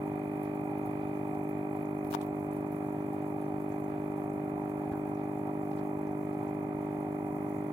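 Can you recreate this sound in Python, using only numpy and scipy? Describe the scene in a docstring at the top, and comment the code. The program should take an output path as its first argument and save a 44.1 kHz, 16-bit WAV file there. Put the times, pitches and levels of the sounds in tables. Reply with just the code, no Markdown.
"""Small fish tank, close up

A mains-driven diaphragm air pump knocks once a cycle: a steady hum with a thin buzz and a hiss of air.
The air gurgles up through the water and fizzes at the surface; droplets tick, the water splutters,
and one short splash ends in a plop. Behind it sit a low room rumble, a slow fan and a few soft bumps."""
import sys
import numpy as np
from scipy import signal
from scipy.fft import rfft, irfft, next_fast_len
from scipy.io import wavfile
from scipy.ndimage import map_coordinates

SR = 44100
rng = np.random.default_rng(int(sys.argv[2]) if len(sys.argv) > 2 else 0)


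def dump_mix(stems):
    """Bounce the given channels to the path in sys.argv[1] as a 16-bit WAV at rate SR."""
    frames = np.atleast_2d(stems).T  # one column per channel
    limited = np.clip(frames, -1, 1)  # hard clip at full scale
    pcm = np.round(limited * 32767).astype(np.int16)
    wavfile.write(sys.argv[1], SR, pcm)


N = 340804
MAINS_HZ, FIRST_STROKE_S = 50.222, .0205

# The pump's hum. Each row: multiple of the mains frequency, left and right level in dB.
PUMP_HUM = [(1, -74.5, -73.0), (2, -54.5, -59.0), (3, -46.5, -46.0), (4, -47.5, -47.5), (5, -45.0, -46.0),
            (6, -38.0, -38.5), (7, -45.0, -56.0), (8, -42.0, -44.0), (9, -59.5, -51.0), (10, -78.5, -61.0),
            (11, -57.5, -52.5), (12, -50.0, -47.5), (13, -53.5, -55.5)]
# The buzz of its case and valves. Each row: frequency in Hz, left and right base level in dB.
PUMP_BUZZ = [(753, -65.0, -60.0), (954, -64.5, -62.0), (1055, -74.5, -68.0), (1155, -75.0, -60.0),
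             (1356, -80.5, -69.0), (1507, -83.5, -82.5), (1657, -84.0, -72.5), (1808, -82.0, -76.0),
             (2009, -73.5, -73.0), (2260, -76.0, -72.5), (2360, -71.5, -63.5), (2511, -80.5, -70.0),
             (2712, -96.0, -97.5), (3415, -91.5, -97.5)]
# Fader moves on the two buzzing resonances. Each row: time in seconds, case and valve gain in dB.
BUZZ_FADERS = [(0, -0.5, 3.5), (1.5, -2, 3.5), (2.1, -1.5, 2.5), (2.4, -4, 0.5), (4.3, -4, -0.3),
               (5.7, -2.5, -0.5), (6.4, -1, -0.2), (7.5, 1, -1)]
# The hiss of pumped air. Each row: frequency in Hz, left and right base level in dB per Hz.
HISS_SPECTRUM = [(895, -120, -115), (1370, -99.5, -91.5), (1540, -99, -89.5), (1850, -92.5, -91),
                 (2490, -99, -94), (2670, -105, -106), (3600, -109, -107), (3770, -114, -111),
                 (4410, -114, -111), (5730, -125, -128)]
# Bubbles, coloured by the air under the lid. 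Each row: frequency in Hz, left and right base dB per Hz.
GURGLE_SPECTRUM = [(352.05, -105, -105), (476, -92, -92.5), (564, -94.5, -77.5), (691, -84, -80),
                   (723.3, -67.5, -65), (816, -71.5, -67), (869, -82, -72), (1003, -78, -71.5),
                   (1033, -93.5, -79.5), (1307, -85, -79), (1560, -100, -93), (2300, -120, -118)]
# Larger gulps of air. Each row: time in seconds, boost in dB.
AIR_GULPS = [(.85, 3), (1.35, 4), (4.58, 4), (5.49, 6), (6.42, 4.5), (7.02, 2.5)]
# Tiny bubbles bursting. Each row: frequency in Hz, left and right base level in dB per Hz.
FIZZ_SPECTRUM = [(3000, -125, -125), (6000, -112, -119), (6400, -107.5, -111), (8400, -114.5, -105.3),
                 (9500, -115.5, -106), (10360, -118.5, -102), (12300, -116.5, -101.5),
                 (14000, -114.5, -107), (15600, -113.5, -108.5)]
# Droplet ticks. Each row: start in seconds, relative level in dB, pitch in Hz, left over right in dB.
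DROPLETS = [(0.431, -45.5, 11000, -18), (0.7802, -48, 12100, -16), (0.858, -45, 11800, -22),
            (1.4891, -45, 11600, -14), (1.7585, -52.5, 11900, -13), (1.8233, -52.5, 11500, -13),
            (1.8517, -63, 5500, 2), (2.0456, -49, 11800, -13), (2.0708, -45.5, 11100, -26),
            (2.214, -46, 8000, -18), (2.2284, -46, 12700, -13), (2.2628, -47.5, 13300, -10),
            (2.5098, -53, 7768, -17), (2.5307, -47, 11260, -12.5), (2.5651, -50, 9856, -14),
            (2.7208, -45, 12600, -21), (2.762, -50, 10600, -18), (3.4126, -48.5, 10100, -15),
            (3.6172, -51.5, 11900, -11), (3.719, -55, 6750, -4), (3.7994, -52, 10900, -17),
            (4.295, -60, 6800, 0), (4.9696, -50.5, 14900, -6), (5.149, -58, 6200, 0), (6.07, -59, 5900, -1),
            (6.478, -56.5, 6700, -1.5), (7.002, -52.5, 9860, -6), (7.363, -54, 13700, -15.5),
            (7.4286, -52, 11400, -9)]
# Splashes and splutters. 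Each row: start and length in seconds, level in dB, growth over the length
# in dB, left over right in dB, treble tilt in dB per octave.
SPURTS = [(.45, .02, -66, 0, 0, -1), (1.02, .015, -66.5, 0, 1, -3), (1.345, .008, -63, -3, -3, -3),
          (2.046, .002, -54, 0, 0, -2), (2.103, .048, -48, 6, -1, 3.5), (2.128, .012, -44, 3, 7, -5),
          (2.139, .012, -36.5, 0, 13, -4.5), (2.155, .09, -60, -5, 0, -5), (2.212, .007, -50, 2, -5, -5),
          (4.65, .06, -67, 0, 0, -10), (4.92, .02, -58, -4, 0, -11), (5.17, .05, -68, 0, 1, -3),
          (5.712, .006, -59, 0, 2, -4), (5.733, .004, -54, 0, 2, -4), (5.775, .025, -60, -2, 1, -4),
          (6.324, .025, -68, -2, 2, -2)]
# The tone of their spray. Each row: frequency in Hz, relative level in dB.
SPRAY_SPECTRUM = [(300, -31), (900, 13), (1800, -8.5), (3500, -1.5), (5500, -6.5), (9000, -9.5),
                  (13500, -5.5), (16000, -5.5)]
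# Room rumble. Each row: frequency in Hz, left and right level in dB per Hz.
RUMBLE_SPECTRUM = [(20, -102, -102), (42, -95.5, -102), (57.6, -91.5, -99.5), (79, -79.5, -76.5),
                   (118, -76.5, -78.5), (162, -73, -75), (217.87, -81.5, -74.5), (292, -86, -71.5),
                   (406, -80, -82), (520, -103, -102.5), (895, -115, -115)]
# Overtones of the fan's blade rate. Each row: frequency in Hz, level in dB.
FAN_TONES = [(71.1, -69), (94.8, -66), (106.6, -61.5), (118.5, -55.5), (142.2, -61), (165.9, -64),
             (177.7, -58), (189.6, -76), (213.3, -63.5)]
# Soft bumps. Each row: start in seconds, relative level in dB, time to fall 60 dB in seconds.
SOFT_BUMPS = [(2.549, -43, 0.16), (4.914, -26, 0.13), (5.019, -45, 0.29), (7.361, -46, 0.24)]
# The tone of a bump. Each row: frequency in Hz, relative level in dB.
BUMP_SPECTRUM = [(30, -29), (90, 2), (200, -17), (300, 13), (420, -23), (1500, -17), (4000, -67)]


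def amp(db):
    """Decibels to gain."""
    return 10 ** (np.asarray(db) / 20)


def unit(x):
    """Scale to rms 1."""
    return x / np.sqrt(np.mean(x ** 2) + 1e-20)


def bell(x, width):
    """A bell curve of height 1 around zero."""
    return np.exp(-.5 * (x / width) ** 2)


def along(points, hz):
    """Read each level column of a spectrum on a log frequency axis."""
    f, *cols = np.transpose(points)
    return np.array([np.interp(np.log(hz + 1), np.log(f + 1), c) for c in cols])


def wobble(rate, size=N):
    """A smooth random curve, rate knots a second."""
    knots = rng.standard_normal(int(size * rate / SR) + 4)
    fine = np.arange(8 * len(knots)) / 8
    return np.interp(np.arange(size) * rate / SR, fine, map_coordinates(knots, [fine], mode='nearest'))


def filtered(x, response):
    """EQ x with a function of frequency."""
    m = next_fast_len(x.shape[-1] + 8192)
    return irfft(rfft(x, m) * response(np.fft.rfftfreq(m, 1 / SR)), m)[..., :x.shape[-1]]


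def coloured(white, spectrum):
    """Give white noise of rms 1 a spectrum in dB per Hz, rolling off above its last point."""
    cutoff_hz = 1.5 * spectrum[-1][0]
    response = lambda hz: amp(along(spectrum, hz)) * np.sqrt(SR / 2) / (1 + (hz / cutoff_hz) ** 8)
    return filtered(white, response)


def shaped_noise(colour, size, channels=2):
    """Noise through an EQ curve, at rms 1."""
    return unit(filtered(rng.standard_normal((channels, size)), colour))


def stereo_noise(shared):
    """White noise with a share of its power common to both sides."""
    return np.sqrt(shared) * rng.standard_normal(N) + np.sqrt(1 - shared) * rng.standard_normal((2, N))


def panned(db):
    """Left and right gains for a level difference."""
    gains = amp([[db / 2], [-db / 2]])
    return gains / np.sqrt(np.mean(gains ** 2))


def add(out, s, sound):
    """Mix a sound in at s seconds."""
    part = out[:, round(s * SR):][:, :sound.shape[-1]]
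    part += sound[..., :part.shape[-1]]


def slow_fade(start_db, fall_db_per_s, wander_db, rate):
    """Left and right gain in dB: a steady slide with a shared random wander."""
    slide = np.array(start_db)[:, None] - np.outer(fall_db_per_s, np.arange(N) / SR)
    return slide + wander_db * wobble(rate)


def stroke_phase():
    """Pump cycles since the first stroke."""
    return (np.arange(N) / SR - FIRST_STROKE_S) * MAINS_HZ


def looped(overtones, size=4096):
    """Loop one pump cycle built from complex rms overtones, order 0 upward."""
    cycle = irfft(overtones, size) * size / np.sqrt(2)
    return np.array([np.interp(stroke_phase() % 1, np.arange(size) / size, c, period=1) for c in cycle])


def pump(buzz_db=1, left_lag_s=.00021, flutter_db=.63, overtones=70):
    """Each stroke is one short push on the case, the hum, with a burst of rattle around it, the buzz."""
    order = np.arange(overtones)
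    hz = order * MAINS_HZ
    in_hum = order <= len(PUMP_HUM)
    multiples, *sides = np.transpose(PUMP_HUM)
    hum_db = np.array([np.interp(order, np.r_[0, multiples], np.r_[-120, db]) for db in sides])
    # past its antiresonance near 500 Hz the case swings the other way
    turn = np.interp(hz, [400, 550], [-.3, 3])
    # the shorter waves reach the left microphone later
    lag = 2 * np.pi * hz * np.array([[left_lag_s], [0]]) * (hz > 380)
    push = -amp(hum_db) * in_hum * np.exp(1j * (turn - lag))
    # the rattle is the same at every stroke; its echoes fill the cycle, the low ones most
    t = np.fft.fftfreq(2 * overtones - 2, MAINS_HZ)
    burst = rfft(rng.standard_normal(len(t)) * bell(t, .002))
    echoes = rfft(rng.standard_normal((2, len(t)))) * .32 / (1 + (hz / 1500) ** 8)
    rattle = amp(along(PUMP_BUZZ, hz) + buzz_db) * ~in_hum * np.exp(1j * np.angle(burst + echoes))
    delayed = rattle * np.exp(-1j * lag)
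    # the case rings near 2 kHz, in step on both sides; the valves ring just above
    case_band = (hz > 1850) & (hz <= 2200)
    valve_band = (hz > 2200) * amp(np.interp(hz, [2600, 3000], [1, -5]))
    times, *faders = np.transpose(BUZZ_FADERS)
    case_db, valve_db = [np.interp(np.arange(N) / SR, times, db) for db in faders]
    body = looped(delayed * (hz <= 1850))
    case = looped(rattle * case_band) * amp(case_db)
    valves = looped(delayed * valve_band) * amp(valve_db)
    hum = looped(push) * amp(.12 * wobble(7.7))
    return hum + (body + case + valves) * amp(flutter_db * wobble(35))


def air_hiss(top_db, puff=.16, width_cycles=.54, sputter_db=1):
    """Air hisses a touch harder while the diaphragm pushes, and sputters a little."""
    from_stroke = (stroke_phase() + .5) % 1 - .5
    pulse = np.sqrt(1 + puff * bell(from_stroke, width_cycles))
    envelope = unit(pulse * amp(sputter_db * wobble(14)))
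    hiss = coloured(stereo_noise(shared=.16) * envelope, HISS_SPECTRUM)
    # only the fine top of the hiss slides and wanders in level
    top = filtered(hiss, lambda hz: hz > 2700)
    return hiss - top + top * amp(top_db)


def gurgle(per_s=320, ring_cycles=7, rise=.08, wash=1.32, length_s=.029):
    """Bubbles leave the air stone, each a short rising ring, on a wash of stirred water."""
    out, t = np.zeros((2, N)), np.arange(int(length_s * SR)) / SR
    lowest_hz, span_hz = 500, 1100
    for when, pitch, _, side in rng.random((int(per_s * N / SR), 4)):
        hz = lowest_hz + span_hz * pitch
        chirp = np.sin(2 * np.pi * hz * t * (1 + rise * t / length_s))
        envelope = np.exp(-2 * t * hz / ring_cycles) * (1 - np.exp(-t * hz))
        add(out, when * (N - 1) / SR, panned(4 * (side - .5)) * np.sqrt(hz) * chirp * envelope)
    # the rings fill a narrow band: trim them to the wash's level per Hz
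    rings = unit(out) * np.sqrt(span_hz / (SR / 2))
    water = coloured((rings + wash * stereo_noise(shared=.99)) / np.hypot(1, wash), GURGLE_SPECTRUM)
    # above its first cross mode the air space swings in opposite senses at the two microphones
    turn = lambda hz: np.interp(hz, [900, 1020], [0, 2.4])
    return filtered(water, lambda hz: np.exp(-1j * turn(hz) * np.array([[1], [0]])))


def air_stone_vigour(trim_db=-.6, churn_db=.1, gulp_width_s=.016):
    """The stone bubbles unevenly: a gain in dB with slight churning and the odd larger gulp."""
    t = np.arange(N) / SR
    gulps = sum(db * bell(t - s, gulp_width_s) for s, db in AIR_GULPS)
    return trim_db + churn_db * wobble(14) + gulps


def fizz(gain_db, per_s=190, spread_db=3.5, t60=.061, bed=.85):
    """Tiny bubbles burst at random; each rings briefly between the water and the lid."""
    onsets = rng.random(N) < per_s / SR
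    bursts = onsets * amp(spread_db * np.clip(rng.standard_normal(N), -2, 2)) ** 2
    t = np.arange(SR // 10) / SR
    power = np.abs(signal.fftconvolve(bursts, amp(-60 * t / t60) ** 2)[:N])
    envelope = unit(np.sqrt(power / power.mean() + bed))
    return coloured(stereo_noise(shared=.017) * envelope, FIZZ_SPECTRUM) * amp(gain_db)


def pings(per_s=26, base_db=-74.5, t60=.055, width_octaves=.045):
    """Middling bubbles burst one by one, each with a faint pitch of its own."""
    out, t = np.zeros((2, N)), np.arange(SR // 12) / SR
    for when, pitch, size in rng.random((int(per_s * N / SR), 3)):
        centre_hz = 5900 * 2 ** (pitch ** 1.5)
        ring = shaped_noise(lambda hz: bell(np.log2((hz + 1) / centre_hz), width_octaves), len(t))
        # the lid colours them like the fizz
        lid_db = .71 * (along(FIZZ_SPECTRUM, centre_hz)[:, None] + 108)
        size_db = -4 * np.log(size + .063)
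        add(out, when * (N - 1) / SR, amp(base_db + lid_db + size_db - 60 * t / t60) * ring)
    return out


def droplets(t60=.079, width_octaves=.19, skirt_db=-16, trim_db=-9):
    """Droplets and larger bursts: a bright tick around one pitch, prolonged by the glass."""
    out, t = np.zeros((2, N)), np.arange(SR // 10) / SR
    for s, db, centre_hz, pan_db in DROPLETS:
        peak = lambda hz: bell(np.log2((hz + 1) / centre_hz), width_octaves)
        tick = shaped_noise(lambda hz: peak(hz) + amp(skirt_db) * (hz > 2000), len(t))
        add(out, s, amp(db + trim_db - 60 * t / t60) * panned(pan_db) * tick)
    return out


def splashes(t60=.028, grain_db=4.5):
    """Water spurts in short bursts of grainy spray, each with a quick tail."""
    out, t = np.zeros((2, N)), np.arange(SR // 5) / SR
    treble_octaves = lambda hz: np.log2(np.maximum(hz, 2000) / 2000)
    for s, length, db, growth_db, pan_db, tilt_db in SPURTS:
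        colour = lambda hz: amp(along(SPRAY_SPECTRUM, hz) + tilt_db * treble_octaves(hz))
        spray = shaped_noise(colour, len(t))
        ramp_db = growth_db * (np.minimum(t / length, 1) - .5)
        tail_db = -60 * np.maximum(t - length, 0) / t60
        envelope = amp(db + ramp_db + tail_db + grain_db * wobble(700, size=len(t)))
        add(out, s, envelope * panned(pan_db) * spray)
    return out


def plop(start_s=2.15, hz=700, t60=.005, attack_s=.0005, left_db=-10, right_db=-21):
    """The cavity left by the splash closes with one very short ring."""
    out, t = np.zeros((2, N)), np.arange(SR // 5) / SR
    envelope = amp(-60 * t / t60) * (1 - np.exp(-t / attack_s))
    add(out, start_s, amp([[left_db], [right_db]]) * envelope * np.sin(2 * np.pi * hz * t))
    return out


def fan(waver_db=2.5, drift_rad=.53):
    """A slow fan drones on overtones of its blade rate, each wavering in level and phase."""
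    drone, t = np.zeros(N), np.arange(N) / SR
    for hz, db in FAN_TONES:
        level = amp(db + waver_db * wobble(2.03)) * np.sqrt(2)
        phase = 2 * np.pi * (hz * t + rng.random()) + drift_rad * wobble(1.96)
        drone += level * np.sin(phase)
    return drone


def room_tone(swell_db=.7):
    """The fan and a low rumble, swelling together at random."""
    bed = fan() + coloured(stereo_noise(shared=.81), RUMBLE_SPECTRUM)
    return bed * amp(swell_db * wobble(9))


def bumps(attack_s=.013):
    """Dull thuds with a soft attack, dead centre."""
    out, t = np.zeros((2, N)), np.arange(SR // 2) / SR
    for s, db, t60 in SOFT_BUMPS:
        thud = shaped_noise(lambda hz: amp(along(BUMP_SPECTRUM, hz)), len(t), channels=1)
        add(out, s, amp(db - 60 * t / t60) * (1 - np.exp(-t / attack_s)) * thud)
    return out


def scene():
    """Mix pump, water and room."""
    # the top of the hiss and the fizz ease off on the right and drift towards the centre
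    hiss_db = slow_fade(start_db=(-.6, 3), fall_db_per_s=(0, .63), wander_db=1.3, rate=6)
    fizz_db = slow_fade(start_db=(-3.3, 0), fall_db_per_s=(-.5, .11), wander_db=.5, rate=5)
    bubbles = gurgle() * amp(air_stone_vigour())
    surface = fizz(fizz_db) + pings() + droplets() + splashes() + plop()
    return pump() + air_hiss(hiss_db) + bubbles + surface + room_tone() + bumps()


def record(dry):
    """A quick fade at each end; the microphone keeps nothing above its band limit."""
    fade_s, top_hz = .003, 15850
    n = np.arange(N)
    fade = np.clip(np.minimum(n, N - 1 - n) / (fade_s * SR), 0, 1)
    return filtered(dry * fade, lambda hz: hz < top_hz)


dry = scene()
out = record(dry)
dump_mix(out)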